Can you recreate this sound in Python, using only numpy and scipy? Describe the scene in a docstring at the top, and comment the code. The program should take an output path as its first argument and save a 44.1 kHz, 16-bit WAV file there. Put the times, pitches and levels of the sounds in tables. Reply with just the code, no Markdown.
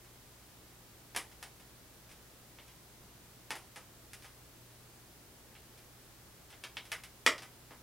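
"""At a potting bench in a small room, small steel cutters bite through a thick woody root.
The blades tick on the bark, and fibres crack with each squeeze until the root parts with one
loud snap that rings the cutters and the bench. The freed plant then shifts with a dull knock.
Nearby walls answer each crack; a faint mains hum and a soft hiss lie underneath."""
import sys
import numpy as np
from scipy import signal
from scipy.fft import rfft, irfft
from scipy.io import wavfile
from scipy.ndimage import uniform_filter1d

SR = 44100
rng = np.random.default_rng(int(sys.argv[2]) if len(sys.argv) > 2 else 0)


def to_wav(s):
    """Save 16-bit WAV."""
    ch = np.atleast_2d(s).T  # columns
    pcm = np.round(np.clip(ch, -1, 1) * 32767)  # PCM
    wavfile.write(sys.argv[1], SR, pcm.astype(np.int16))


N = 344862
BLOW_SAMPLES = 2 ** 14  # length of one blow with its echoes
BLOW_TIME_S = np.arange(BLOW_SAMPLES) / SR


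def gain(db):
    """Turn decibels into a number to multiply by."""
    return 10 ** (np.asarray(db) / 20)


def unit_energy(sound):
    """Scale a sound so that its squares add up to one."""
    return sound / np.sqrt(np.sum(sound ** 2))


def curve(points, size=BLOW_SAMPLES):
    """Join (pitch_hz, value) points to give a value at every pitch of a spectrum."""
    hz, value = np.transpose(points)
    return np.interp(np.log(np.arange(size // 2 + 1) * SR / size + 1), np.log(hz), value)


# The tones of the hum: pitch_hz, level_db
HUM_TONES = [(60, -68.8), (120, -67.5), (180, -82), (240, -80)]
def mains_hum(waver=.2):
    """Mains electricity hums in a few low tones, each wavering a little in strength."""
    t = np.arange(N) / SR
    turns_s = np.linspace(0, t[-1], num=24)
    hum = 0
    for hz, db in HUM_TONES:
        tone = np.sqrt(2) * gain(db) * np.sin(2 * np.pi * (hz * t + rng.random()))
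        hum += tone * (1 + waver * np.interp(t, turns_s, rng.standard_normal(len(turns_s))))
    return hum


# The hiss both ears share (called "mid"): pitch_hz, relative_db
HISS_MID = [(12, -34), (22, -11), (40, -7), (65, -9.5), (90, -5), (140, -6.5), (240, -9.5), (350, -8.5),
            (500, -12.5), (1300, -17), (2600, -21), (4900, -21.5), (7000, -23), (15500, -24)]
# The hiss that differs between the ears (called "side"): pitch_hz, relative_db
HISS_SIDE = [(12, -32), (22, -5), (120, -6.5), (320, -8.5), (600, -10), (1400, -12), (15500, -14)]
def hiss(mid_db=-59, side_db=-62):
    """Room air and microphone hiss make a steady noise, strongest in the bass. Gives mid and side."""
    layers = []
    for spectrum, db in [(HISS_MID, mid_db), (HISS_SIDE, side_db)]:
        noise = irfft(rfft(rng.standard_normal(N)) * gain(curve(spectrum, N)), N)
        layers.append(unit_energy(noise) * np.sqrt(N) * gain(db))
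    return np.array(layers)


def tearing(break_s, tear_s, follow_db, fibres_per_s=5000):
    """A bundle of fibres gives way at once; its neighbours follow in a fading run of tiny breaks."""
    burst = unit_energy(rng.standard_normal(BLOW_SAMPLES) * np.exp(-BLOW_TIME_S / break_s))
    breaks = (rng.random(BLOW_SAMPLES) < fibres_per_s / SR) * rng.standard_normal(BLOW_SAMPLES)
    return burst + gain(follow_db) * breaks * np.exp(-BLOW_TIME_S / tear_s)


# The notes of cutters and bench: pitch_hz, relative_db, fade_s (time to fall by 60 dB)
RING_NOTES = [(310, -8, .2), (447, -8, .21), (497, -9, .2), (607, -6, .24), (792, -8, .31), (1113, -7, .23),
              (1236, -3, .22), (1291, -5, .21), (1650, -4, .19), (1734, -5, 0.17), (1862, -1.5, .19),
              (1936, -6, .15), (1968, -5, .17), (2010, -7, .15), (2048, -5, .16), (2120, -6, .16),
              (2182, -5, .17), (2280, -5, .17), (2327, -5, .17), (2443, -6, .16), (2856, -7, .16),
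              (2955, -9, .15), (3139, -8, .14), (3474, -5, .14), (3550, -3, 0.16), (5118, -3, .17),
              (5770, -7, 0.1), (8280, -5, .11)]
def ringing():
    """Cutters and bench ring with many fading notes; each blow lands a little differently."""
    phases = rng.uniform(0, 2 * np.pi, len(RING_NOTES))
    ring = 0
    for (hz, db, fade_s), phase in zip(RING_NOTES, phases):
        ring += np.sin(2 * np.pi * hz * BLOW_TIME_S + phase) * gain(db - 60 * BLOW_TIME_S / fade_s)
    return unit_energy(ring)


# How long the room holds each pitch: pitch_hz, fade_s (time to fall by 60 dB)
ROOM_FADES = [(150, .28), (450, .22), (800, .28), (1400, .215), (3700, .19), (9700, .185), (15000, .11)]
def echo_tail(build_s=.0035):
    """Countless echoes blur into a tail that thickens quickly and dies sooner in the treble."""
    noise = rfft(rng.standard_normal(BLOW_SAMPLES))
    tail = 0
    for band_hz, fade_s in ROOM_FADES:
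        band = curve([(hz, float(hz == band_hz)) for hz, _ in ROOM_FADES])
        tail += irfft(noise * band) * gain(-60 * BLOW_TIME_S / fade_s)
    return unit_energy(tail * (1 - np.exp(-BLOW_TIME_S / build_s)))


# The first echoes from bench, wall and ceiling: delay_s, relative_db
FIRST_ECHOES = [(.0012, -6.5), (.0023, -4.5), (.0058, -9.5), (.0099, -8.5), (.0113, -8.5), (.0145, -9.5)]
def room(tail_db, side_db=-23):
    """Sound arrives directly, then as echoes. Gives mid and side spectra; the side is mostly treble."""
    mid = gain(tail_db) * echo_tail()
    mid[0] += 1  # the direct sound
    for delay_s, db in FIRST_ECHOES:
        mid[int(delay_s * SR)] += gain(db)
    side = rfft(echo_tail()) * gain(side_db + curve([(2000, -17), (5000, -1), (10000, 4)]))
    return np.array([rfft(mid), side])


def tone_colour(spectrum, tilt_db, wood_hz, wood_db, body_hz=380, body_db=4, half_width_octaves=.7):
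    """The dB at each pitch: a sharper break is brighter, the wood resonates, a low boost adds body."""
    hz = np.arange(1, BLOW_SAMPLES // 2 + 2) * SR / BLOW_SAMPLES
    db = curve(spectrum) + tilt_db * np.log2(hz / 2000)
    for centre_hz, boost_db in [(wood_hz, wood_db), (body_hz, body_db)]:
        db += boost_db / (1 + (np.log2(hz / centre_hz) / half_width_octaves) ** 2)
    return db - 10 * np.log10(np.mean(gain(db) ** 2))  # energy of one


def struck_filter(db):
    """A filter with these dB at each pitch that starts at once and rings afterwards."""
    cepstrum = irfft(np.log(gain(db)))
    # move any ringing from before the blow to after it
    cepstrum[1:BLOW_SAMPLES // 2] *= 2
    cepstrum[BLOW_SAMPLES // 2 + 1:] = 0
    return np.exp(rfft(cepstrum))


def blow(spectrum, start_s, level_db, tilt_db, tear_s, wood_hz, wood_db,
         ring_db, tail_db, follow_db, break_s):
    """One burst of tiny breaks rings the cutters and bench and fills the room. 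Gives mid and side."""
    paths = room(tail_db)
    paths[0] += gain(ring_db) * rfft(ringing())
    heard = rfft(tearing(break_s, tear_s, follow_db)) * paths
    # keep the fine random grain, but let the material set the broad colour
    broad_db = 10 * np.log10(uniform_filter1d(abs(heard[0]) ** 2, size=140))
    heard *= struck_filter(tone_colour(spectrum, tilt_db, wood_hz, wood_db) - broad_db)
    strength = gain(level_db) * np.sqrt(.03 * SR)  # level as if spread over 30 ms
    start = int(start_s * SR)
    track = np.zeros((2, N + BLOW_SAMPLES))
    track[:, start:start + BLOW_SAMPLES] = strength * irfft(heard)
    return track[:, :N]


# The tone colour of a breaking fibre, used for ticks, cracks and knock: pitch_hz, relative_db
FIBRE_COLOUR = [(40, -32), (110, -19), (200, -12), (450, -7), (780, 0), (1100, -2), (2100, 1), (2700, -2.5),
                (3200, -3), (4200, -9), (5100, -6), (7000, -13), (10800, -11), (13000, -22), (15500, -29)]
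# Each touch of the blades on the bark: start_s, level_db
BLADE_TOUCHES = [(.045, -66), (1.316, -62), (1.599, -63), (2.092, -61.5), (2.114, -58), (2.68, -61),
                 (4.223, -58.5), (5.7749, -62), (6.5037, -59), (6.853, -57)]
def bark_ticks():
    """The blades catch on the bark with faint, bright ticks."""
    return sum(blow(FIBRE_COLOUR, start_s, level_db, tilt_db=2.4, tear_s=.004, wood_hz=3200, wood_db=3,
                    ring_db=-9, tail_db=3, follow_db=-5, break_s=.002)
               for start_s, level_db in BLADE_TOUCHES)


# Each crack of the root: start_s, level_db, tilt_db (per octave; more is brighter),
# tear_s (tearing time), wood_hz (pitch of the splitting fibre), wood_db (boost at that pitch)
ROOT_CRACKS = [(1.1487, -45.5, -1.3, .0005, 2200, 2), (1.1627, -34.3, 0, .002, 11000, 8.5),
               (1.4273, -46.4, 2.7, .0015, 880, 6), (2.5866, -55.5, -4.5, .001, 3280, 15),
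               (3.506, -37.2, 0, .0003, 600, 2), (3.5539, -47.5, -1.6, .006, 11000, 10),
               (3.7595, -48.4, -1.2, .006, 9200, 6), (4.1331, -49.8, 4, .001, 1450, 4),
               (4.245, -54, 1, .007, 1200, 3), (5.5524, -59, -2, .002, 2930, 13),
               (6.5282, -56, -4, .004, 3400, 12), (6.638, -44, .7, .004, 3100, 6),
               (6.7693, -41.4, -1.3, .001, 3250, 14.5), (6.9175, -38, 1.8, .003, 2400, 6),
               (6.9265, -45, 2, .003, 1750, 9), (7.0365, -50.5, 3.2, .001, 2300, 4),
               (7.3807, -49, -1, .003, 4800, 10), (7.4211, -50.3, 1.4, .009, 1100, 3)]
def root_cracks():
    """Each squeeze splits some of the root's fibres with short, dry cracks."""
    return sum(blow(FIBRE_COLOUR, *crack, ring_db=-10, tail_db=2, follow_db=-7, break_s=.0012)
               for crack in ROOT_CRACKS)


# The tone colour of the closing jaws: pitch_hz, relative_db
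JAW_COLOUR = [(40, -40), (150, -11), (300, -5), (600, -3), (780, -9), (1240, 3), (1480, -4), (1720, 3.5),
              (2250, 4.5), (2600, -4), (3400, -1), (4100, -11), (5200, -6), (6500, -13), (8100, -11),
              (9200, -20), (10800, -15), (13500, -30), (15500, -33)]
def final_snap():
    """The root parts and the steel jaws slam shut."""
    return blow(JAW_COLOUR, start_s=7.2633, level_db=-21.4, tilt_db=.5, tear_s=.002,
                wood_hz=1990, wood_db=2, ring_db=-12, tail_db=.5, follow_db=-6, break_s=.0014)


def plant_knock():
    """The freed plant shifts: a slower blow with little treble, heard as a dull knock."""
    return blow(FIBRE_COLOUR, start_s=7.707, level_db=-53, tilt_db=-3.5, tear_s=.012,
                wood_hz=1100, wood_db=2, ring_db=-9, tail_db=4, follow_db=-4, break_s=.006)


def scene():
    """Lay the cutting over hum and hiss, then turn mid and side into left and right."""
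    cutting = root_cracks() + bark_ticks() + final_snap() + plant_knock()
    hum = mains_hum()
    mid, side = cutting + hiss()
    return np.array([mid + side, mid - side]) + hum


def record(dry, top_hz=15800):
    """Cut away the very highest treble."""
    return signal.sosfilt(signal.ellip(10, .1, 70, top_hz, fs=SR, output="sos"), dry)


dry = scene()
out = record(dry)
to_wav(out)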